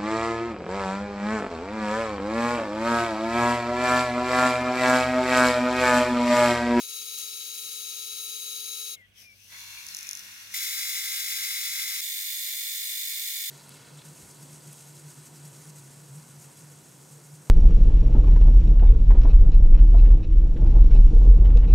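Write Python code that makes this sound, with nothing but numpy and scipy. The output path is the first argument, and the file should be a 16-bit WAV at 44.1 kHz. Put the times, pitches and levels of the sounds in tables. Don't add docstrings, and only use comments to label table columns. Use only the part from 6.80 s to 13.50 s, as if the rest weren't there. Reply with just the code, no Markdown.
import sys
import numpy as np
from scipy import signal
from scipy.fft import rfft, irfft, next_fast_len
from scipy.io import wavfile
from scipy.ndimage import uniform_filter1d

SR = 44100
rng = np.random.default_rng(int(sys.argv[2]) if len(sys.argv) > 2 else 0)


def persist_wave(psi):
    counts = np.round(np.clip(psi, -1, 1) * 32767).astype(np.int16)
    wavfile.write(sys.argv[1], SR, np.atleast_2d(counts).T)


N = 295457
T = np.arange(N) / SR
FFT_SIZE = next_fast_len(N, True)
HZ = np.fft.rfftfreq(FFT_SIZE, 1 / SR)

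# (start [s], end [s])
SANDING_S, BLOCK_S, SHANK_S, TIP_S = (-.1, 2.157), (2.158, 3.74), (3.74, 5.209), (5.211, 6.8)
# (time [s], wheel speed [turns/s])
WHEEL_SPEED = [(2.2, 49.6), (2.8, 49.45), (3.3, 48.9), (3.9, 48.8), (4.8, 48.65), (5.15, 48.7), (5.4, 49.2),
               (6.2, 49.35)]
# (motor order, relative level [dB])
WHINE_SANDING = [(1, -20.5), (3, -20), (6, -18), (9, 2.5), (12, -16), (15, -1), (16, -13), (17, -15),
                 (22, -10), (23, -10), (24, -3), (25, -7.5), (26, -6.5), (27, -11), (29, -12), (30, -7),
                 (32, -15), (33, -12), (35, -8.5), (36, -14)]
WHINE_SHANK = [(1, -33), (3, -24), (9, 0), (12, -1.5), (15, -5.5), (16, -11), (17, -11), (24, -9), (25, -9),
               (27, -8), (29, -13), (32, -12), (35, -12)]
# (frequency [Hz], relative density [dB])
COLOUR_SANDING = [(200, -35), (380, -19), (560, -52), (900, -30), (1020, -78), (1280, -24.5), (1920, -24),
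                  (2140, -21.5), (2540, -8.5), (3400, -5.5), (3770, -9), (4100, -5), (5890, -5),
                  (6720, 1.5), (7860, -10), (10800, -4.5), (12300, -8.5), (16000, -10)]
COLOUR_BLOCK = [(350, -54), (600, -25), (881, -16), (957, -11.5), (1140, -10.5), (2150, -3), (2720, 2.5),
                (3120, -4.5), (3430, -1.5), (4460, -6), (4840, -5), (6120, 2), (6920, -12.5), (11300, -5),
                (16000, -11.5)]
COLOUR_SHANK = [(410, -42), (700, -38), (1500, -14.5), (1600, -12), (1850, -9), (2110, 1), (2730, -8),
                (3790, -9), (4150, -4.5), (5060, -6), (5690, -2.5), (6740, -3), (9110, -4), (15200, -2.5),
                (16000, -5)]
COLOUR_TIP = [(410, -77), (700, -39), (1540, -17), (2190, -2.5), (2660, -12.5), (2900, -4.5), (3250, -7),
              (3500, -1), (3940, -3.5), (5190, -2.5), (6150, -8), (6830, -1), (9600, -2.5), (12000, -0.5),
              (13500, -4), (14800, -0.5), (16000, -3)]
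# (frequency [Hz], width [Hz], gain [dB])
RINGS_SANDING = [(1183, 250, 15.5), (2230, 250, 9), (4650, 710, 1.5), (6800, 320, -3.5), (10200, 1100, -2)]
RINGS_BLOCK = [(1010, 210, 10), (2260, 65, 8), (2680, 80, -1), (2930, 200, -7), (3510, 130, 9),
               (4060, 110, 9), (4350, 190, 12.5), (4650, 150, -4.5), (5700, 58, 2), (6960, 440, 13)]
RINGS_BLOCK_TILTED = [(955, 75, -2), (1340, 160, 6), (1870, 120, 10), (2000, 110, -2), (2125, 60, 3),
                      (2500, 140, 0.5), (3190, 130, -7), (3520, 130, 4), (3734, 40, 4), (4140, 100, 6.5),
                      (4500, 110, 1), (5400, 280, 4), (7160, 820, 8.5)]
RINGS_SHANK = [(1623, 21, 15.5), (2150, 160, 2.2), (3530, 170, 12), (5030, 240, 3.8), (6740, 130, 6.4),
               (11300, 180, 2.1)]
RINGS_TIP = [(1880, 86, 5), (2200, 500, 3.5), (3550, 160, 6.5), (4730, 80, -2), (4840, 200, 4.5),
             (5400, 110, 3), (6080, 83, 11), (6760, 221.4, 2.5), (7500, 220, -4), (8080, 66.15, 8),
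             (8570, 150, 2), (11800, 260, 1), (12050, 250, 8), (14400, 350, 6.5), (15000, 400, 6)]
# (frequency [Hz], level [dB], peak position [turns], half length [s], glide [Hz/ms])
MODES_BLOCK = [(1006, -70.5, 0.8, 0.0027, -15), (1570, -67.5, .24, 0.004, 105), (2160, -66, .05, 0.002, 5),
               (4430, -63, .17, 0.0021, 30)]
MODES_SHANK = [(2102, -46, .05, 0.0046, -21), (3520, -52, 0.34, 0.0036, -31), (5020, -52.5, .47, 0.003, -3),
               (6940, -65, .3, .0018, 37)]
MODES_TIP = [(1970, -58.5, .62, 0.0027, 122), (2210, -56.5, .28, .0013, 0), (3496, -47.5, .21, .0036, -10),
             (5340, -53.5, .28, .0018, 60), (6740, -50.5, 0.343, 0.0023, -2), (7130, -51.5, .1, .0028, -55)]
# (time [s], relative level [dB])
PRESS_SANDING = [(.02, -38.5), (.07, -42.5), (.11, -40), (.36, -40), (.4, -36.5), (.45, -40)]
# (time [s], treble boost [dB])
GRAIN_SNAPS = [(.262, 12), (.299, 10), (.388, 12)]
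# (time [s], hiss level [dB])
PRESS_BLOCK = [(2.33, -80), (2.56, -61), (2.69, -54.5), (2.73, -50), (3.04, -48.5), (3.22, -44.5),
               (3.45, -49.5), (3.69, -51), (3.74, -44.5)]
# (time [s], peak force [dB])
CATCHES = [(3.066, -30.5), (3.1476, -25.5), (3.228, -32), (3.297, -22)]
# (frequency [Hz], relative level [dB])
TICK_MODES = [(5500, -0.5), (6350, 2), (10000, -2.5), (12800, -9)]
# (peak time [s], half length [s], frequency [Hz], glide [Hz/s], width [Hz], level [dB])
SCRAPES = [(2.254, .04, 3120, -1500, 450, -71), (2.387, 0.03, 3080, -6000, 300, -61.5),
           (2.412, 0.049, 2410, 0, 800, -62.5), (2.408, 0.041, 5440, -3000, 900, -59.5),
           (2.488, .055, 5430, 0, 220, -69), (2.555, 0.028, 4750, -3000, 900, -69),
           (2.63, .04, 5850, 2000, 600, -67), (2.637, 0.069, 2750, 3500, 400, -66),
           (2.756, 0.048, 2090, 600, 300, -56), (2.946, 0.14, 2750, -200, 110, -58),
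           (2.99, .05, 2370, 0, 200, -56), (3.125, 0.049, 4320, -8000, 200, -53),
           (3.26, 0.081, 2370, 600, 450, -55.5), (3.65, .015, 4350, -17000, 300, -60)]
# (start [s], length [s], first pitch [Hz], last pitch [Hz], hoarseness [0-1], level [dB])
CHIRPS = [(2.148, 0.12, 2185, 1940, 0.06, -60.5), (2.155, .026, 3550, 2900, 0.1, -65),
          (2.305, 0.026, 3400, 2930, .03, -73), (2.432, .12, 2410, 2286, 0.05, -58.5)]
# (start [s], end [s], levels of 4 orders [dB])
MOTOR_HUM = [(2.16, 3.0, -79, -68.5, -81.5, -94), (3.017, 3.75, -88, -75, -73, -83.5),
             (3.738, 6.8, -96, -87.5, -85, -109)]
# (frequency [Hz], relative density [dB])
COLOUR_BENCH = [(30, -28), (60, 10), (140, 5), (250, 1.5), (500, -45), (1500, -52)]
COLOUR_ROOM = [(15, -12), (30, -4), (55, 1), (100, -2.5), (150, -2.5), (300, -4), (400, -5.5), (520, -2),
               (750, -6.5), (1100, -31), (2000, -16)]
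# (frequency [Hz], side minus mid [dB])
WIDTH_SANDING = [(60, -2), (130, -4), (290, -28), (640, 12), (1410, 3), (3100, -3), (6820, -2), (15000, -4)]
WIDTH_BLOCK = [(60, -5), (130, -3.5), (290, -4), (640, -5), (1410, -0.5), (3100, 2), (6820, -4),
               (15000, -6.5)]
WIDTH_SHANK = [(400, -1), (1300, 11.5), (2050, -8.5), (2600, 4), (4000, 1), (6200, 1), (7300, -7),
               (8200, -64), (13000, -12), (16000, -34)]
WIDTH_TIP = [(400, -12), (1400, 2), (2200, -1), (3500, -1), (3950, 11), (4700, -3), (7300, -1), (7900, -15),
             (16000, -96)]
WIDTH_ROOM = [(30, -1), (120, -4), (300, -7.5), (600, -3)]
# (frequency [Hz], left minus right [dB])
BALANCE_SANDING = [(300, 3), (1300, 6.5), (2700, 5), (6500, 6.5), (9000, -1.5), (12500, 4.5), (15000, 10)]


def rod_shank(rub_db=-32.5, drill_db=-41, drill_hz=435.4):
    force = wheel_grit(repeat_hz=3050, patchy_db=.5, repeat_share=.42) * amp(.8 * drift(38))
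    rub = unit(shape(force, body(COLOUR_SHANK, RINGS_SHANK)))
    rub *= amp(rub_db + runout_db(once_db=.56, twice_db=-.7, offset_turns=.39))
    chatter = kicks(MODES_SHANK, SHANK_S, slip_rad=.5, uneven_db=2.2)
    whine = drill_whine(drill_speed(drill_hz), SHANK_S, WHINE_SHANK, jitter=.0008, flutter=.5, waver_db=.6)
    rod = stereo(rub + chatter, WIDTH_SHANK, left_db=.9, direct=.94)
    drill = stereo(amp(drill_db) * whine, WIDTH_SHANK, left_db=3.5)
    return (rod + drill) * during(SHANK_S)


def rod_tip(rub_db=-33, wobble_hz=6.35, settle_s=.01):
    wobble_db = .13 * np.cos(2 * np.pi * wobble_hz * T) + .21 * drift(30)
    force = wheel_grit(repeat_hz=2779, patchy_db=.5, repeat_share=.51)
    force *= amp(wobble_db + runout_db(once_db=.06, twice_db=1.5, offset_turns=.35))
    landing_db = -4 * np.exp(-abs(T - TIP_S[0]) / settle_s)
    rub = unit(shape(force, body(COLOUR_TIP, RINGS_TIP))) * amp(rub_db + landing_db)
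    chatter = kicks(MODES_TIP, TIP_S, slip_rad=.7, uneven_db=1.2)
    return stereo(rub + chatter, WIDTH_TIP, left_db=-.74) * during(TIP_S)


def sanding(rub_db=-41.5, drill_db=-40.5, drill_hz=432, snap_s=.0005, let_go_s=.017):
    speed_hz = drill_speed(drill_hz)
    angle = 2 * np.pi * np.cumsum(speed_hz) / SR
    motor_db = 1.4 * np.cos(angle) + .68 * np.cos(2 * angle)
    chuck_db = .6 * np.cos(angle / 19)
    grit_db = drift(520)
    force = rng.standard_normal((2, N)) * amp(motor_db + chuck_db + grit_db)
    rub = unit(shape(force, body(COLOUR_SANDING, RINGS_SANDING)))
    treble = shape(rub, 1 / (1 + (7500 / (HZ + 1)) ** 8))
    snap_db = sum(db * np.exp(-abs(T - at_s) / snap_s) for at_s, db in GRAIN_SNAPS)
    rub = (rub - treble) * amp(.5 * drift(40)) + treble * amp(1.2 * drift(28) + snap_db)
    press_db = curve(PRESS_SANDING) - np.mean(PRESS_SANDING, axis=0)[1]
    rub *= amp(rub_db + press_db)
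    growth_db = 1.05 * np.minimum(T - SANDING_S[1], 0)
    whine = drill_whine(speed_hz, SANDING_S, WHINE_SANDING, jitter=.0007, flutter=.6, waver_db=.7)
    rod = stereo(rub, WIDTH_SANDING, left_db=spectrum_db(BALANCE_SANDING), direct=.9)
    drill = stereo(amp(drill_db + growth_db) * whine, WIDTH_SANDING, left_db=5.5)
    let_go_db = -9 * np.clip(1 + (T - SANDING_S[1]) / let_go_s, 0, 1)
    return (rod + drill) * amp(let_go_db) * during(SANDING_S, edge_samples=450)


def block(bite_db=-50.5, free_rasp_db=-70.5, full_rasp_db=-55, tilt_at_s=3.06, tilt_length_s=.13):
    held_db = curve(PRESS_BLOCK)
    graze_db = -54.5 + swell_db(at_s=2.385, hold_s=.039, rise_db_per_s=380, fall_db_per_s=168)
    press_db = np.maximum(held_db, graze_db)
    seated = amp(3.7 * np.minimum(held_db - bite_db, 0))
    tilt = np.clip(.5 + (T - tilt_at_s) / tilt_length_s, 0, 1)
    force = wheel_grit(repeat_hz=4760, patchy_db=1.5, repeat_share=.84)
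    upright = shape(force, body(COLOUR_BLOCK, RINGS_BLOCK))
    tilted = shape(force, body(COLOUR_BLOCK, RINGS_BLOCK_TILTED))
    ringing = (1 - tilt) * upright + tilt * tilted
    light_touch = shape(force, amp(spectrum_db(COLOUR_BLOCK)))
    rub = seated * ringing + (1 - seated) * light_touch
    lowpass = 1 / (1 + (HZ / 3600) ** 6)
    rasp_gain = np.hypot(amp(free_rasp_db), amp(full_rasp_db) * seated)
    rasp = unit(shape(rub, lowpass)) * rasp_gain * amp(runout_db(once_db=-1, twice_db=0))
    buzz = kicks(MODES_BLOCK, BLOCK_S, slip_rad=.18, uneven_db=3) * seated * amp(-4 * tilt)
    hiss = unit(shape(rub, 1 - lowpass))
    treble = shape(hiss, 1 - 1 / (1 + (HZ / 7200) ** 8))
    dulling_db = .088 * np.minimum(press_db - bite_db, 0)
    hiss += treble * (amp(dulling_db) - 1)
    hiss *= amp(press_db + runout_db(once_db=.5, twice_db=.5) + 1.03 * drift(25))
    out = stereo(rasp + buzz, WIDTH_BLOCK, left_db=-3.5) + stereo(hiss, WIDTH_BLOCK, left_db=4.5)
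    return out * during(BLOCK_S)


def wheel_grit(repeat_hz, patchy_db, repeat_share):
    turns, rim_points = wheel_turns(), SR // 49
    bumps = np.array([around_rim(rim, turns) for rim in rng.standard_normal((2, rim_points))])
    fresh = rng.standard_normal((2, N))
    share = repeat_share / (1 + (HZ / repeat_hz) ** 2)
    force = shape(bumps, np.sqrt(share)) + shape(fresh, np.sqrt(1 - share))
    patches = uniform_filter1d(rng.standard_normal(rim_points), size=36, mode="wrap")
    patches -= uniform_filter1d(patches, size=300, mode="wrap")
    return force * amp(patchy_db * around_rim(unit(patches), turns))


def runout_db(once_db, twice_db, offset_turns=0):
    angle = 2 * np.pi * (wheel_turns() - offset_turns)
    return once_db * np.cos(angle) + twice_db * np.sin(2 * angle)


def kicks(modes, span_s, slip_rad, uneven_db, stray_s=.00027):
    gate = during(span_s)
    live = gate > .001
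    turns, speed_hz = wheel_turns()[live], curve(WHEEL_SPEED)[live]
    out = np.zeros((2, N))
    for hz, db, peak_turns, half_s, glide_hz_per_ms in modes:
        turn, fraction = np.divmod(turns - peak_turns + .5, 1)
        t = (fraction - .5) / speed_hz
        size, phase, late = rng.standard_normal((400, 3))[turn.astype(int)].T
        envelope = np.exp(-((t - stray_s * late) / half_s) ** 2) * amp(uneven_db * size)
        angle = 2 * np.pi * (hz + .5 * glide_hz_per_ms * t * 1000) * t + slip_rad * phase
        out[:, live] += amp(db) * unit(envelope * np.array([np.cos(angle), np.sin(angle)]))
    return out * gate


def drill_whine(speed_hz, span_s, orders, jitter, flutter, waver_db):
    live = during(span_s, edge_samples=1000) > .001
    jittered_hz = speed_hz * (1 + jitter * drift(174))
    angle = 2 * np.pi * np.cumsum(jittered_hz[live]) / SR
    knots_s = np.linspace(0, T[-1], N // 500)
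    tone = np.zeros(N, complex)
    for order, db in orders:
        depth = min(flutter * (order + 12) / 48, .7)
        waver = 1 + depth * np.interp(T[live], knots_s, rng.uniform(-1, 1, len(knots_s)))
        tone[live] += amp(db) * waver * np.exp(1j * (order * angle + 2 * np.pi * rng.random()))
    return np.array([tone.real, tone.imag]) / np.std(tone.real[live]) * amp(waver_db * drift(25))


def drill_speed(hz, hunt_hz=.462):
    return hz + hunt_hz * drift(6.96)


def ticks(high_spot_s=3.2905, threshold_db=-34.5, rise_s=.00037, decay_s=.00055, lag_s=.00078):
    out = np.zeros((2, N))
    hz, mode_db = np.transpose(TICK_MODES)
    turns = wheel_turns()
    passes = np.flatnonzero(np.diff(np.floor(turns - np.interp(high_spot_s, T, turns))))
    catches_db = [db + swell_db(at_s, 0, rise_db_per_s=450, fall_db_per_s=122) for at_s, db in CATCHES]
    force_db = np.max(catches_db, axis=0)
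    for at, (detune, start_cycles) in zip(passes, rng.random((len(passes), 2, 2, len(hz), 1))):
        if force_db[at] > threshold_db:
            near = abs(T - T[at]) < .01
            t = T[near] - T[at] - lag_s
            cycles = hz[:, None] * (.97 + .07 * detune) * t + start_cycles
            ring = (amp(mode_db)[:, None] * np.sin(2 * np.pi * cycles)).sum(1)
            envelope = np.exp(np.minimum(t / rise_s, -t / decay_s))
            out[:, near] += amp(force_db[at]) * envelope * ring
    return stereo(out, WIDTH_BLOCK, left_db=2.5)


def edge_scrapes():
    force = wheel_grit(repeat_hz=3500, patchy_db=2, repeat_share=.65)
    out = np.zeros((2, N))
    for at_s, half_s, hz, glide_hz_per_s, width_hz, db in SCRAPES:
        near = abs(T - at_s) < 3 * half_s
        t = T[near] - at_s
        carrier = np.exp(2j * np.pi * (hz + .5 * glide_hz_per_s * t) * t)
        baseband = signal.lfilter(*signal.butter(2, width_hz / SR), force[:, near] / carrier)
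        ring = (carrier * baseband).real
        out[:, near] += amp(db) * np.exp(-(t / half_s) ** 2) * unit(ring)
    return stereo(out, WIDTH_BLOCK, left_db=7) * during(BLOCK_S)


def chirps(steepness=5.5):
    out = np.zeros((2, N))
    jitter = .3 * drift(420)
    for start_s, length_s, first_hz, last_hz, hoarseness, db in CHIRPS:
        progress = np.clip((T - start_s) / length_s, 0, 1)
        slide = .5 + .5 * np.tanh(steepness * (progress - .5))
        pitch_hz = (first_hz + (last_hz - first_hz) * slide) * (1 + hoarseness * jitter)
        angle = 2 * np.pi * np.cumsum(pitch_hz) / SR
        envelope = np.sqrt(2 * abs(np.sin(np.pi * progress)))
        out += amp(db) * envelope * np.array([np.cos(angle), np.sin(angle)])
    return stereo(out, WIDTH_BLOCK, left_db=6.5)


def motor_hum(orders=(1, 2, 4, 6), waver_db=2.5):
    angle = 2 * np.pi * wheel_turns()
    gains = sum(amp(row[2:])[:, None] * during(row[:2], edge_samples=1200) for row in MOTOR_HUM)
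    return sum(gain * amp(waver_db * drift(7.8)) * np.sqrt(2) * np.sin(order * angle)
               for order, gain in zip(orders, gains))


def room(air_db=-71.5, bench_db=-74.5):
    air = noise(COLOUR_ROOM) * amp(air_db + 2.5 * drift(17))
    rumble = noise(COLOUR_BENCH) * amp(bench_db) * during(BLOCK_S)
    return stereo(air + rumble, WIDTH_ROOM, left_db=-1.5)


def wheel_turns():
    return np.cumsum(curve(WHEEL_SPEED)) / SR


def around_rim(profile, turns):
    return np.interp(turns % 1 * len(profile), np.arange(len(profile)), profile)


def body(colour, rings):
    rings_db = sum(db / (1 + (2 * (HZ - hz) / width_hz) ** 2) for hz, width_hz, db in rings)
    return amp(spectrum_db(colour) + rings_db)


def stereo(pair, width, left_db, direct=0, lead_s=.00043):
    mid, side_gain = pair[0], amp(spectrum_db(width))
    side = shape(pair[1], side_gain)
    if direct:
        lead = direct * np.sin(2 * np.pi * HZ * lead_s)
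        side = shape(side, np.sqrt(1 - lead ** 2)) + shape(mid, 1j * lead * side_gain)
    channels = np.array([mid + side, mid - side])
    balance = amp(np.array([[1], [-1]]) * left_db / 2)
    return shape(channels, balance) if np.ndim(left_db) else channels * balance


def swell_db(at_s, hold_s, rise_db_per_s, fall_db_per_s):
    return -rise_db_per_s * np.maximum(at_s - T, 0) - fall_db_per_s * np.maximum(T - at_s - hold_s, 0)


def during(span_s, edge_samples=100):
    return uniform_filter1d(((T >= span_s[0]) & (T < span_s[1])) * 1., size=edge_samples)


def noise(colour):
    return unit(shape(rng.standard_normal((2, N)), amp(spectrum_db(colour))))


def drift(rate_hz):
    return unit(shape(rng.standard_normal(N), np.exp(-(HZ / rate_hz) ** 2)))


def shape(x, gain):
    return irfft(rfft(x, FFT_SIZE) * gain, FFT_SIZE)[..., :N]


def spectrum_db(table):
    hz, db = np.transpose(table)
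    return np.interp(np.log(HZ + 1), np.log(hz + 1), db)


def curve(table):
    return np.interp(T, *np.transpose(table))


def unit(x):
    return x / np.sqrt(np.mean(x ** 2) + 1e-20)


def amp(db):
    return 10 ** (np.asarray(db) / 20)


def scene():
    foreground = sanding() + block() + edge_scrapes() + ticks() + chirps() + rod_shank() + rod_tip()
    return foreground + room() + motor_hum()


def record(dry):
    taps = signal.firwin(511, 15900, window=("kaiser", 9), fs=SR)
    return signal.oaconvolve(dry, taps[None], "same")


dry = scene()
out = record(dry)
persist_wave(out)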